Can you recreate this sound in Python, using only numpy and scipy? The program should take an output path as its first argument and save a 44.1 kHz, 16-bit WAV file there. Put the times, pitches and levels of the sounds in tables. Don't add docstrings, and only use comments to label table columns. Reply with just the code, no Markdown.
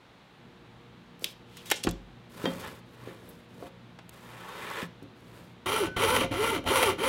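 import sys
import numpy as np
from scipy import signal
from scipy.fft import rfft, irfft
from scipy.io import wavfile

SR = 44100
rng = np.random.default_rng(int(sys.argv[2]) if len(sys.argv) > 2 else 0)


def store_pcm(level_fs):
    pcm = np.round(np.clip(level_fs, -1, 1) * 32767).astype(np.int16)
    wavfile.write(sys.argv[1], SR, np.atleast_2d(pcm).T)


N = 312360

# mode_hz, level_db, t60_s
SHEET_MODES = [(114.5, 1, 0.17), (177.7, 1, 0.27), (296, -3.5, 0.22), (344, -15.5, 0.085), (402, -2, 0.047),
               (539.4, -1.5, 0.51), (711, 3.5, 0.18)]
# mode_hz, width_hz, level_db
CUT_MODES = [(420, 77, -4.5), (526, 44, 2.5), (892, 40, 2), (1067, 58, 1), (1160, 41, -1.5),
             (1404, 112, 0.5), (2003, 114, -1), (2440, 520, -6), (3040, 300, -4.5), (3240, 110, -9.5)]
# freq_hz, density_db
CUT_SPECTRUM = [(30, -33), (130, -10), (260, -20), (660, 3.5), (790, 0), (900, -2), (1450, 0.5),
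                (1700, -11), (2200, -0.5), (3280, -13), (3700, -5), (5000, -16.5), (7000, -16),
                (16000, -52)]
# freq_hz, density_db
DUST_SPECTRUM = [(2500, -16), (4500, -9.5), (5300, -16), (5800, -4.5), (6400, -18.5), (7600, -13.5),
                 (8900, -9.5), (9900, -0.5), (10800, -8), (11600, -16), (12700, -6), (14000, -18),
                 (15800, -13)]
# start_s, level_db
SNAGS = [(5.661, -28.5), (5.966, -35.5), (6.037, -14), (6.048, -16.5), (6.164, -12), (6.179, -42),
         (6.311, -39.5), (6.641, -35), (6.758, -13), (6.8308, -11), (6.987, -30)]


def amp(db):
    return 10 ** (np.asarray(db) / 20)


def unit(x):
    return x / np.sqrt(np.mean(x ** 2) + 1e-20)


def lookup(points, hz):
    freq_hz, value = np.transpose(points)
    return np.interp(np.log(hz + 1), np.log(freq_hz + 1), value)


def add(mix, start_s, sound):
    part = mix[round(start_s * SR):][:len(sound)]
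    part += sound[:len(part)]


def drift(rate_hz):
    lowpass = np.exp(-(np.fft.rfftfreq(N, 1 / SR) / rate_hz) ** 2)
    return unit(irfft(rfft(rng.standard_normal(N)) * lowpass, N))


def swell(start_s, peak_s, end_s, depth_db, edge_s=0.019):
    t = np.arange(N) / SR
    gate = np.clip(np.minimum(t - start_s, end_s - t) / edge_s, 0, 1)
    return amp(np.interp(t, [start_s, peak_s, end_s], [-depth_db, 0, -depth_db])) * gate


def colour(x, spectrum, modes=(), size=4096):
    hz = abs(np.fft.fftfreq(size, 1 / SR))
    peaks = sum(amp(db + 6.5) ** 2 / (1 + ((hz - f) / width) ** 2) ** 2 for f, width, db in modes)
    log_gain = .5 * np.log(amp(lookup(spectrum, hz)) ** 2 + peaks + 1e-12)
    response = np.fft.ifft(np.exp(np.conj(signal.hilbert(log_gain)))).real
    return signal.oaconvolve(x, response[:size // 2])[:len(x)]


def damped_sines(modes, size=SR):
    t = np.arange(size) / SR
    return sum(amp(db - 60 * t / t60_s) * np.sin(2 * np.pi * hz * t) for hz, db, t60_s in modes)


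def ring(x, modes):
    response = damped_sines(modes, size=22050)
    return signal.oaconvolve(x, response / np.linalg.norm(response))[:len(x)]


def burst(decay_s, size=22050):
    return rng.standard_normal(size) * np.exp(-np.arange(size) / SR / decay_s)


def sized(x, db, decay_s):
    return x / np.linalg.norm(x) * amp(db) * np.sqrt(decay_s * SR) / 2


def mains_hum(mains_hz=59.3, waver_db=3.0, wander_rad=0.45):
    harmonics = [(2, -60), (3, -62), (4, -65.5), (6, -69), (8, -66)]  # multiple, level_db
    t, out = np.arange(N) / SR, np.zeros(N)
    for k, db in harmonics:
        waver = amp(waver_db * drift(6.9))
        phase = 2 * np.pi * (k * mains_hz * t + rng.random()) + wander_rad * drift(4.5)
        out += amp(db) * unit(waver * np.sin(phase))
    return out


def background(air_db=-54.5, rise_at_s=.39, early_db=-6.0, low_hz=300):
    air_spectrum = [(22, -29), (35, -30), (50, -4), (80, -10), (120, -3.5), (200, -2.5), (300, -7.5),
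                    (500, -13), (900, -13), (2000, -18.5), (3900, -21.5), (5000, -32), (8000, -40),
                    (15800, -48.5)]
    rise = amp(early_db * np.clip((rise_at_s - np.arange(N) / SR) / 0.0076, 0, 1))
    hum = mains_hum()
    air = amp(air_db) * unit(colour(rng.standard_normal(N), air_spectrum))
    murmur = signal.sosfiltfilt(signal.butter(2, low_hz, fs=SR, output="sos"), air)
    return air - murmur + rise * murmur + rise ** 2 * hum


def garage(x, gap_s=0.013, size=22050):
    wall_colour = [(100, 11), (1000, -2.5), (3500, 2.5), (6000, 3.5), (9000, -8.5), (16000, -10)]  # freq_hz, gain_db
    decay_times = [(100, 0.25), (500, 0.35), (3000, 0.3), (8000, 0.29), (16000, 0.35)]  # freq_hz, t60_s
    taps = rng.choice([-1., 1.], size) * (rng.random(size) < .08) * (np.arange(size) / SR > gap_s)
    hz, t, frames = signal.stft(taps, SR, nperseg=256)
    gain_db = lookup(wall_colour, hz)[:, None] - 60 * t / lookup(decay_times, hz)[:, None]
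    tail = signal.istft(frames * amp(gain_db), SR, nperseg=256)[1]
    return signal.oaconvolve(x, tail / np.linalg.norm(tail))[:N]


def plate(x, share=0.36, decay_s=0.0079):
    echoes = burst(decay_s, size=4096)
    return x + share * signal.oaconvolve(x, echoes / np.linalg.norm(echoes))[:N]


def slides(grain_db=1.5, ticks_per_s=70, tick_db=18.0, shift_db=8.5, scratch_db=1.5):
    moves = [(1.194, 1.242, 1.344, -55, -48.5, -59), (1.47, 1.7, 1.72, -54, -59, -58),
             (2.288, 2.45, 2.643, -41, -50, -44.5), (2.49, 2.656, 2.814, -41.5, -51.5, -43),
             (2.85, 3.08, 3.32, -50, -61.5, -51), (3.187, 3.315, 3.47, -63, -63, -50.5),
             (3.48, 3.68, 3.7, -52, -58.5, -45.5), (4.11, 4.822, 4.88, -35.5, -49.5, -53),
             (5.147, 5.376, 5.55, -56, -61.5, -50)]
    rub_modes = [(455, 100, -0.5), (903, 86, 2.5), (1190, 43, -17), (1665, 130, -2), (2000, 45, -7.5),
                 (2640, 34, -30)]
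    rub_spectrum = [(120, -53.5), (250, -2.5), (450, 5), (700, 2), (1000, 10), (1500, 4), (2500, -5),
                    (3700, -2.5), (5000, -20.5), (7000, -36.5)]
    hiss_spectrum = [(3000, -12), (4500, -4), (6000, -8), (8000, -7.5), (11000, -8.5), (13000, -9.5),
                     (15800, -13)]
    rumble_spectrum = [(25, -32), (55, -6), (110, 0.5), (170, -2.5), (300, -3), (600, -6.5), (2000, -71)]  # freq_hz, density_db
    ticks = amp(tick_db) * rng.uniform(-1.3, 1, N) * (rng.random(N) < ticks_per_s / SR)
    friction = rng.standard_normal((3, N)) * amp(grain_db * drift(240)) + ticks
    resonance = np.zeros(N)
    for hz, width_hz, db in rub_modes:
        mode = signal.lfilter(*signal.iirpeak(hz, hz / width_hz, SR), friction[0])
        resonance += amp(db + shift_db * np.tanh(drift(14))) * mode
    rub = unit(plate(colour(friction[0], rub_spectrum) + 1.43 * resonance))
    hiss = amp(-1) * unit(colour(friction[1] * amp(scratch_db * drift(90)), hiss_spectrum))
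    rumble = amp(-3.5) * unit(colour(friction[2], rumble_spectrum))
    layers = [(rub, 22), (hiss, 14), (rumble, 12)]  # signal, depth_db
    return sum(amp(db) * swell(start_s, peak_s, end_s, depth_db) * layer
               for start_s, peak_s, end_s, *levels_db in moves
               for db, (layer, depth_db) in zip(levels_db, layers))


def steel_hiss(centre_hz=3170, width_hz=900, depth_db=22.5):
    swells = [(1.236, 1.252, 1.34, -42.5), (1.446, 1.59, 1.7, -52.5), (1.687, 1.71, 1.826, -34.5)]  # start_s, peak_s, end_s, level_db
    hiss = signal.lfilter(*signal.iirpeak(centre_hz, centre_hz / width_hz, SR), rng.standard_normal(N))
    return sum(amp(db) * swell(*times_s, depth_db) for *times_s, db in swells) * unit(hiss)


def knocks(ring_share=0.12, boom_at_s=1.8708, boom_hz=47, boom_db=-37, boom_t60_s=.62):
    blows = [(1.222, -42.5, 258, 536, 0.046), (1.8491, -28.5, 118, 467, 0.026),
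             (1.8703, -15, 175, 410, 0.01), (1.879, -28, 55.5, 198, 0.02), (2.441, -22.5, 193, 462, .011),
             (2.457, -22.5, 186, 710, .024), (2.475, -23.5, 140, 263, 0.017),
             (3.03, -41.5, 140, 310, 0.015), (3.074, -40, 270, 507, 0.067), (3.626, -32, 210, 580, 0.014),
             (4.828, -28, 109, 364, .014), (5.024, -40, 131, 336, 0.053)]
    out = np.zeros(N)
    for start_s, db, low_hz, high_hz, decay_s in blows:
        settling = burst(decay_s)
        push = signal.unit_impulse(len(settling)) + settling / np.linalg.norm(settling)
        band = signal.butter(2, [low_hz, high_hz], "band", fs=SR, output="sos")
        thud = signal.sosfilt(band, push + ring_share * ring(push, SHEET_MODES))
        add(out, start_s, sized(thud, db, decay_s))
    add(out, boom_at_s, damped_sines([(boom_hz, boom_db, boom_t60_s)]))
    return out


def clacks(ping_at_s=2.457):
    contacts = [(1.195, -45, 11000, 1.1, 0.0011, 0), (1.2435, -20.5, 9700, .63, 0.0018, 0),
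                (1.2429, -16, 3940, .8, 0.0027, 0.12), (1.569, -40, 6000, 1.6, 0.009, 0.29),
                (1.657, -41.5, 6960, 1.4, 0.049, 0.4), (1.7021, -23.5, 6800, 1.4, 0.0027, 0.041),
                (1.714, -12, 5400, 2, 0.0022, 0.17), (1.717, -11.5, 2150, 2, .0041, 0.42),
                (1.758, -38, 6850, .5, 0.022, 0), (1.833, -37, 6000, 1.1, .0029, 0),
                (1.8371, -23.5, 5150, 0.95, 0.0073, 0.091), (1.8695, -22, 1060, 1.14, 0.01, 0.061),
                (1.871, -27, 3000, 1.5, 0.0014, 0.084), (1.889, -30.5, 5460, 0.67, 0.0054, 0),
                (1.911, -30, 7400, 1.2, 0.0019, 0.26), (2.4424, -32, 1500, 2, 0.0023, .04),
                (2.455, -26.5, 1970, 0.96, 0.0056, .15), (3.289, -45, 12950, 0.34, 0.01, 0),
                (3.988, -39, 1290, 1.38, 0.0061, .12), (4.093, -37, 9000, 1.3, .002, .15),
                (4.7015, -32, 4000, 2.1, 0.00072, 0.037), (4.828, -37, 5500, 2.3, 0.0023, 0.083),
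                (5.027, -54.5, 7000, 1.5, 0.007, 0)]
    steel_modes = [(575, -7, 0.13), (1840, -30, 0.063), (2130, -3, 0.19), (2500, -26, 0.053),
                   (2630, -23, .07), (3080, -20, .05), (3440, 11.5, 0.072), (3820, 14, 0.044),
                   (8700, 0, .03)]
    ping_modes = [(1890, -41.5, 0.26), (3190, -30.5, 0.2), (3580, -43, 0.24), (4620, -45, 0.13)]  # mode_hz, level_db, t60_s
    out, hz = np.zeros(N), np.geomspace(30, SR / 2, 40)
    for start_s, db, centre_hz, spread_oct, chatter_s, ring_share in contacts:
        chatter = burst(chatter_s)
        clack = chatter + ring_share * ring(chatter, steel_modes)
        offset_oct = np.log2(hz / centre_hz)
        hump_db = np.maximum(-4.3 * (offset_oct / spread_oct) ** 2, -50) - 3 * offset_oct
        add(out, start_s, sized(colour(clack, np.c_[hz, hump_db]), db, chatter_s))
    add(out, ping_at_s, damped_sines(ping_modes))
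    return out


def blade(pitch_hz=1502, depth_db=5.0):
    free_ring = (5.74, 5.9, 6.03, -44.5)  # start_s, peak_s, end_s, level_db
    *times_s, db = free_ring
    return amp(db) * swell(*times_s, depth_db) * unit(np.sin(2 * np.pi * pitch_hz * np.arange(N) / SR))


def snags(decay_s=0.0029):
    out = np.zeros(N)
    for start_s, db in SNAGS:
        chip = colour(burst(decay_s), CUT_SPECTRUM, CUT_MODES)
        dust = colour(burst(decay_s), DUST_SPECTRUM)
        add(out, start_s, sized(chip + .5 * dust, db, decay_s))
    return out


def arm(turn_hz=100, reference_hz=450, arch_power=1.85, ease=1.34, linger_s=0.098, brake=.5, brake_s=.03):
    # start_s, top_s, stop_s, landing_hz, top_hz, press_s, release_s,
    # bite_db, dust_db, buzz_db, judder_db
    strokes = [(5.658, 5.765, 5.907, 330, 449, 0.0033, 0.047, -30.5, -38, -30, -39),
               (5.962, 6.116, 6.277, 250, 544, 0.0067, 0.026, -28, -36, -30, -30),
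               (6.305, 6.483, 6.616, 200, 462, 0.012, 0.048, -31, -40, -30.5, -34),
               (6.645, 6.819, 6.965, 150, 553, 0.036, 0.066, -27.5, -35, -29.5, -33.5),
               (6.977, 7.139, 7.28, 270, 590, 0.011, 0.052, -31.5, -41, -30.5, -35)]
    t = np.arange(N) / SR
    tooth_hz, gains = np.full(N, float(turn_hz)), np.zeros((4, N))
    for start_s, top_s, stop_s, landing_hz, top_hz, press_s, release_s, *levels_db in strokes:
        edge_s = np.where(t < top_s, start_s, stop_s)
        edge_hz = np.where(t < top_s, landing_hz, turn_hz)
        arch_hz = top_hz - (top_hz - edge_hz) * abs((t - top_s) / (edge_s - top_s)) ** arch_power
        tooth_hz = np.where((t >= start_s) & (t < stop_s), arch_hz, tooth_hz)
        landed = np.clip((t - start_s) / press_s, 0, 1)
        pressure = landed * np.clip((stop_s - t) / release_s, 0, 1) ** ease
        bench_shake = landed * np.clip((stop_s + linger_s - t) / (release_s + linger_s), 0, 1)
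        gains += amp(levels_db)[:, None] * [pressure, pressure, pressure, bench_shake]
    for start_s, db in SNAGS:
        since = np.maximum(t - start_s, 0) / brake_s
        tooth_hz /= 1 + brake * amp(db) * since * np.exp(1 - since)
    growth_db_per_oct = [5, 12.5, 0, 0.5]
    return tooth_hz, gains * amp(np.outer(growth_db_per_oct, np.log2(tooth_hz / reference_hz)))


def sheet_buzz(tooth_hz, teeth, cracks, bite_gain, buzz_gain, skip_below_hz=295, patchy_db=6.0):
    response = [(300, -4), (360, -2), (400, 0.5), (435, -3.5), (465, 0), (495, -2.5), (530, 2)]  # tooth_hz, gain_db
    lifts = [(5.791, 5.817, 5.87, -4.5), (6.027, 6.047, 6.05, 11.5), (6.369, 6.417, 6.46, 10)]
    even = 1 / (1 + (skip_below_hz / tooth_hz) ** 8)
    first, second, third = (unit(amp(patchy_db * np.tanh(drift(26))) * np.sin(2 * np.pi * k * teeth))
                            for k in (1, 2, 3))
    lifted = 1 + sum(amp(db) * swell(*times_s, depth_db=9.0) for *times_s, db in lifts)
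    note = amp(lookup(response, tooth_hz) - 0.5) * lifted * even * first
    rattle = amp(-3) * (1 - even) * unit(ring(cracks, SHEET_MODES))
    flare = colour(amp(-5) * second + amp(-6) * third, CUT_SPECTRUM, CUT_MODES) / 2
    return buzz_gain * (note + rattle) + even * bite_gain ** 2 / bite_gain.max() * flare


def saw(jitter=.026, sway=.015, tooth_db=2.5, grit_db=1.5, bite_share=0.56, drag=0.4, uneven_db=1.6):
    tooth_hz, (bite_gain, dust_gain, buzz_gain, judder_gain) = arm()
    teeth = np.cumsum(tooth_hz * (1 + jitter * drift(150) + sway * drift(20))) / SR
    tooth, phase = teeth.astype(int), teeth % 1
    depth = amp(tooth_db * np.clip(rng.standard_normal(N), -2, 2))[tooth]
    hand_pressure = amp(uneven_db * drift(30))
    cutting = (drag + depth * np.exp(-phase / bite_share)) * hand_pressure
    cracks = cutting * rng.standard_normal((4, N))
    cracks *= amp(grit_db * np.clip(rng.standard_normal((4, N)), -2, 2))
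    rasp = amp(0.5) * bite_gain * unit(plate(colour(cracks[0], CUT_SPECTRUM, CUT_MODES)))
    hiss = dust_gain * unit(colour(cracks[1], DUST_SPECTRUM))
    judder_spectrum = [(25, -26), (48, -0.5), (85, 1), (110, 4.5), (145, -9.5), (180, -6), (270, 4.5),
                       (340, 0), (600, -10.5), (2000, -83)]
    judder = amp(-5.5) * judder_gain * unit(colour(cracks[2], judder_spectrum))
    return rasp + hiss + judder + sheet_buzz(tooth_hz, teeth, cracks[3], bite_gain, buzz_gain)


def scene(saw_room_db=-16.0, handling_room_db=-17.5):
    sawing = saw() + snags()
    handling = clacks() + knocks() + slides() + steel_hiss()
    echo = garage(amp(saw_room_db) * sawing + amp(handling_room_db) * handling)
    return (sawing + blade() + handling + echo + background())[None]


def record(dry):
    lowpass = signal.firwin(511, 15900, window=("kaiser", 9), fs=SR)
    return signal.oaconvolve(dry, lowpass[None], "same")


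dry = scene()
out = record(dry)
store_pcm(out)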